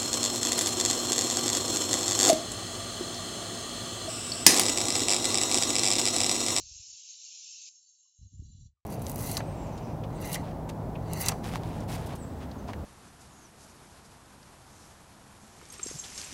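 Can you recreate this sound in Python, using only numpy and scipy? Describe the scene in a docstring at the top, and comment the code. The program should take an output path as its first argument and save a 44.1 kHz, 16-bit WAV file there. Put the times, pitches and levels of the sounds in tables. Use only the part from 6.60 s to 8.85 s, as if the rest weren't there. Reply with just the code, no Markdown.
"""An airbrush close to a desk microphone in a small room, mono and narrow-band.
It opens on the full jet, a hiss of turbulent air, while hands shift and bump on the desk, which booms
low through the microphone stand. Faint handling taps follow. At 1.1 s the trigger eases, leaving a
thin, slightly whistling hiss. From 1.6 s the hands bump and rub again, and just after 2 s the air
dies away. Almost nothing lies between the low bumps and the high hiss."""
import sys
import numpy as np
from scipy import signal
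from scipy.fft import rfft, irfft, next_fast_len
from scipy.io import wavfile
from scipy.ndimage import uniform_filter1d, map_coordinates

SR = 44100
rng = np.random.default_rng(int(sys.argv[2]) if len(sys.argv) > 2 else 0)


def materialize(psi):
    """Save the field psi as 16-bit PCM at rate SR to the path in sys.argv[1].

    A 1-D psi becomes a single channel; in a 2-D psi each row is a channel.
    """
    bounded = np.clip(np.atleast_2d(psi).T, -1, 1)
    quanta = np.round(bounded * 32767).astype(np.int16)
    wavfile.write(sys.argv[1], SR, quanta)


N = 99269
T = np.arange(N) / SR
EASE_S, STOP_S = 1.09, 2.067  # the trigger is let back; the air dies away

# strength of the full jet (time [s], hiss level [dB], level of its lower edge [dB])
JET_LEVELS = [(0.02, -45.5, -64), (0.034, -50, -66), (0.186, -48, -63.5), (0.294, -49, -65),
              (0.536, -47.5, -61.5), (0.558, -49, -65.5), (0.768, -46.5, -59.5), (0.796, -47, -62),
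              (0.87, -46.5, -58), (0.882, -46, -61), (1.058, -47, -62), (1.07, -46, -58)]
# colour of the full jet (frequency [Hz], level [dB])
JET_SPECTRUM = [(1900, -54.5), (2130, -31.5), (2260, -19), (2550, -11), (3500, -11), (4300, -6),
                (4900, -6.5), (5300, -2), (6200, 0), (6850, -2), (7450, -1), (7650, -18.5), (7950, -53)]
# resonances of the airflow (frequency [Hz], width [Hz], lift in the jet [dB],
# then in the weak flow: early level [dB], middle level [dB], late level [dB])
AIR_RESONANCES = [(2912, 190, 3, -91.5, -88.5, -86), (3460, 200, 0, -97, -91.5, -86.5),
                  (4029, 190, 5.5, -79.5, -84, -77.5), (4490, 140, 4, -77, -91, -81.5),
                  (5446, 260, 4, -71, -78.5, -88), (5800, 100, 2, -77, -84, -76.5),
                  (6220, 170, 2.5, -74.5, -82, -86), (6540, 250, 7.5, -65.5, -72, -76.5),
                  (7160, 85, 1.5, -72.5, -79.5, -76), (7252, 190, 1.5, -70, -74.5, -72)]
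# soft knocks on the desk (time [s], level [dB], contact time [ms])
DESK_KNOCKS = [(.001, -51.5, 2.1), (0.033, -52.5, 4.8), (0.062, -56, 5), (0.111, -49.5, 5), (0.154, -53, 5),
               (0.196, -50, 3.6), (.274, -70.5, 4), (0.323, -67, 2.5), (1.59, -52, 4), (1.612, -45, 2.06),
               (1.627, -44, 2.26), (1.657, -48.5, 4.1), (1.742, -44.5, 3.5), (1.756, -47, 1.8),
               (1.773, -45.5, 2.5), (1.794, -33, 1.8), (1.822, -41, 0.67), (1.847, -43, 3),
               (1.878, -40, 2.2), (1.901, -48, 1.7), (1.949, -43.5, 2.25), (1.98, -43, 4.7),
               (2.008, -42, 3.4), (2.03, -50, 2.5), (2.057, -45, 2.22), (2.084, -54.5, 3)]
# modes of the desk (frequency [Hz], level [dB], t60 [s])
DESK_MODES = [(70.5, 0, 0.066), (97.3, 2.5, 0.067), (136.6, -8.5, 0.09), (189, -6.5, .05),
              (260, -9.5, 0.034), (386, -22, .05)]
# hands rubbing on the desk (time [s], level [dB])
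RUB_LEVELS = [(0, -63), (.2, -78.5), (.25, -77.5), (.35, -78), (.42, -94), (.52, -120), (1.575, -130),
              (1.595, -64), (1.69, -62), (1.81, -50.5), (1.92, -56), (2.07, -56), (2.125, -76.5),
              (2.23, -104)]
# colour of the rubbing (frequency [Hz], level [dB])
RUB_SPECTRUM = [(20, -43), (40, -16.5), (65, 1.5), (100, 1), (150, -10), (240, -16.5), (330, -31.5),
                (420, -43.5), (520, -73)]
# faint handling taps (time [s], frequency [Hz], level [dB])
HANDLING_TAPS = [(.005, 590, -76.5), (.205, 620, -92), (.51, 2040, -77.5), (.52, 1040, -90.5),
                 (.535, 633, -93), (.60, 627, -87), (.655, 1122, -93), (.67, 610, -84.5), (0.681, 786, -80),
                 (.745, 620, -85), (.75, 770, -81), (.76, 1180, -94), (1.452, 1092, -86),
                 (1.95, 740, -95.5), (2.17, 1172, -90)]
# thin hiss of the weak flow (time [s], level [dB])
WEAK_FLOW_LEVELS = [(1.09, -66), (1.25, -71), (1.55, -78.5), (1.8, -77), (2.075, -75.5)]
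# colour of that hiss (frequency [Hz], level [dB])
WEAK_FLOW_SPECTRUM = [(2000, -43), (2500, -18), (2800, -13.5), (4300, -9), (4850, -7.5), (5500, -4),
                      (6100, -0.5), (6850, 0.5), (7400, 0), (7750, -41.5)]
# moments of the weak flow: just eased, early, middle, late (time [s])
WEAK_FLOW_STAGES = [1.099, 1.28, 1.57, 1.921]
# brief whistles in the airflow (time [s], length [s], frequency [Hz], level [dB])
AIR_WHISTLES = [(.335, 0.061, 2700, -65.5), (1.387, .06, 6530, -64), (1.666, 0.023, 6640, -60.5),
                (1.729, 0.063, 7100, -65.5), (1.829, .025, 6550, -62.5), (1.917, 0.011, 7200, -54)]
# threshold of the noise suppressor (frequency [Hz], level [dB])
SUPPRESSOR_THRESHOLD = [(30, -108), (70, -110), (140, -96), (250, -87.5), (450, -97.5), (560, -140)]
# the room's level, and its decay (frequency [Hz], t60 [s])
ROOM_DB, ROOM_T60 = -15, [(2500, 0.29), (4500, .34), (7500, 0.21)]
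# the self-noise's level, and its colour (frequency [Hz], level [dB])
FLOOR_DB, FLOOR_COLOUR = -99, [(20, -0.48), (2000, 0.95), (16000, -1.3)]


def amp(db):
    """Decibels to gain."""
    return 10 ** (np.asarray(db) / 20)


def unit(x):
    """Scale to rms 1."""
    return x / np.sqrt(np.mean(x ** 2) + 1e-30)


def along(points, hz):
    """Read (frequency [Hz], value) points along a log axis."""
    f, v = np.transpose(points)
    return np.interp(np.log(hz + 1), np.log(f + 1), v)


def curve(rows):
    """(time [s], value) points as one value per sample."""
    return np.interp(T, *np.transpose(rows))


def wobble(rate):
    """A smooth random curve, rate knots a second."""
    return map_coordinates(rng.standard_normal(1024), [T * rate], mode="wrap")


def bell(x, centre, width):
    """A bump of height 1, width taken at half height."""
    return .5 ** ((2 * (x - centre) / width) ** 2)


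def filtered(x, response):
    """Filter x by a gain that depends on frequency."""
    m = next_fast_len(N + SR // 2)
    return irfft(rfft(x, m) * response(np.fft.rfftfreq(m, 1 / SR)), m)[:N]


def coloured(x, colour):
    """Filter x by (frequency [Hz], level [dB]) points."""
    return filtered(x, lambda hz: amp(along(colour, hz)))


def noise(colour):
    """Noise of rms 1 in the given colour."""
    return unit(coloured(rng.standard_normal(N), colour))


def turbulence(patchy_db=2.06):
    """Turbulent air: white noise in patches of random gain over time and frequency."""
    z = signal.stft(rng.standard_normal(N), SR, nperseg=1024)[2]
    patches = uniform_filter1d(rng.standard_normal(z.shape), size=6, axis=0)
    patches = uniform_filter1d(patches, size=5, axis=1)
    return signal.istft(z * amp(patchy_db * unit(patches)), nperseg=1024)[1][:N]


def jet(split_hz=3700, widen=1.2, cut_db_per_s=3503):
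    """The full spray, close up: strong flow blurs the air resonances, until the trigger eases."""
    def lift_db(hz):
        return sum(db * bell(hz, centre, widen * width) for centre, width, db, *_ in AIR_RESONANCES)

    times, hiss_db, edge_db = np.transpose(JET_LEVELS)
    air = filtered(turbulence(), lambda hz: amp(along(JET_SPECTRUM, hz) + lift_db(hz)))
    low = filtered(air, lambda hz: hz < split_hz)
    hiss = amp(np.interp(T, times, hiss_db)) * unit(air - low)
    lower_edge = amp(np.interp(T, times, edge_db)) * unit(low)
    return (hiss + lower_edge) * amp(0.19 * wobble(35) - cut_db_per_s * np.maximum(T - EASE_S, 0))


def room(x):
    """The small room around the microphone: a short tail, each frequency dying at its own speed."""
    hz, t, z = signal.stft(rng.standard_normal(SR // 2), SR, nperseg=256)
    decay = amp(-60 * t / along(ROOM_T60, hz)[:, None])
    tail = signal.istft(z * decay, SR, nperseg=256)[1]
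    return signal.fftconvolve(x, tail / np.linalg.norm(tail))[:N]


def knocks(stand_band_hz=(42.7, 450)):
    """Soft pushes ring the desk's modes, heard through the stand; a longer contact is duller."""
    out, t = np.zeros(N + SR), np.arange(SR // 3) / SR
    stand = signal.butter(3, stand_band_hz, "band", fs=SR, output="sos")
    for s, db, contact_ms in DESK_KNOCKS:
        ring = sum(amp(level + rng.normal(0, 4.5) - 60 * t / t60) * np.sin(2 * np.pi * hz * t)
                   for hz, level, t60 in DESK_MODES)
        push = bell(t * 1000, centre=2 * contact_ms + 2, width=contact_ms)
        thud = signal.sosfilt(stand, signal.fftconvolve(ring, push)[:len(t)])
        start = max(round(s * SR) - np.argmax(push), 0)
        out[start:start + len(t)] += amp(db) * thud / np.abs(thud).max()
    return coloured(out[:N], [(420, -1), (540, -33.5), (900, -90)])


def rub():
    """Hands shift on the desk with a low, uneven rumble."""
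    return amp(curve(RUB_LEVELS) + 4.5 * wobble(30)) * noise(RUB_SPECTRUM)


def taps(attack_s=0.0022, t60=0.17, width_hz=110):
    """Things being handled give tiny dull taps, each a narrow band of noise dying away."""
    out = np.zeros(N)
    for s, centre, db in HANDLING_TAPS:
        t = np.maximum(T - s, 0)
        band = unit(filtered(rng.standard_normal(N), lambda hz: bell(hz, centre, width_hz)))
        out += amp(db - 60 * t / t60) * (1 - np.exp(-t / attack_s)) * band
    return out


def weak_flow(ease_lift_db=3, flutter_db=2.33, stop_db_per_s=484.5):
    """With the trigger eased, each air resonance sings as narrow noise over a thin hiss."""
    air = amp(curve(WEAK_FLOW_LEVELS)) * noise(WEAK_FLOW_SPECTRUM)
    for centre, width, _, early, middle, late in AIR_RESONANCES:
        band = unit(filtered(rng.standard_normal(N), lambda hz: bell(hz, centre, width) ** .5))
        level_db = np.interp(T, WEAK_FLOW_STAGES, [early + ease_lift_db, early, middle, late])
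        air += amp(level_db + flutter_db * wobble(22)) * band
    return (T > EASE_S) * air * amp(wobble(44) - stop_db_per_s * np.maximum(T - STOP_S, 0))


def whistles(edge_s=0.0046, waver_hz=69.5):
    """A resonance of the airflow flares up for a moment into a wavering tone."""
    out = np.zeros(N)
    for s, length, hz, db in AIR_WHISTLES:
        drift_cycles = np.cumsum(waver_hz * wobble(350)) / SR
        tone = np.sin(2 * np.pi * (hz * T + drift_cycles))
        rise = (1 + np.tanh((T - s) / edge_s)) / 2
        fall = (1 - np.tanh((T - s - length) / (3 * edge_s))) / 2
        out += amp(db + 1.8 * wobble(110)) * rise * fall * tone
    return out


def scene():
    """One desk microphone feeds both channels; only the full jet is loud enough to stir the room."""
    spray = jet()
    air = spray + amp(ROOM_DB) * room(spray) + weak_flow() + whistles()
    air = coloured(air, [(1700, -55.5), (2150, -0.5), (7700, -0.5), (8100, -22)])
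    mono = air + knocks() + rub() + taps()
    return np.array([mono, mono])


def suppressed(x):
    """Noise suppressor: low bands that fall under the threshold are turned down."""
    hz, _, z = signal.stft(x, SR, nperseg=1024, noverlap=768)
    power = np.abs(uniform_filter1d(np.abs(z) ** 2, size=3, axis=0))
    gain = power / (power + amp(along(SUPPRESSOR_THRESHOLD, hz))[:, None] ** 2)
    return signal.istft(z * gain, SR, nperseg=1024, noverlap=768)[1][:N]


def record(dry, hum_hz=60, hum_db=-115, top_hz=8700):
    """The microphone's chain: noise suppression, faint self-noise and mains hum, then a band limit."""
    hum = amp(hum_db) * unit(np.sin(2 * np.pi * hum_hz * T))
    floor = amp(FLOOR_DB) * noise(FLOOR_COLOUR) + hum
    return np.array([filtered(suppressed(ch) + floor, lambda hz: hz < top_hz) for ch in dry])


dry = scene()
out = record(dry)
materialize(out)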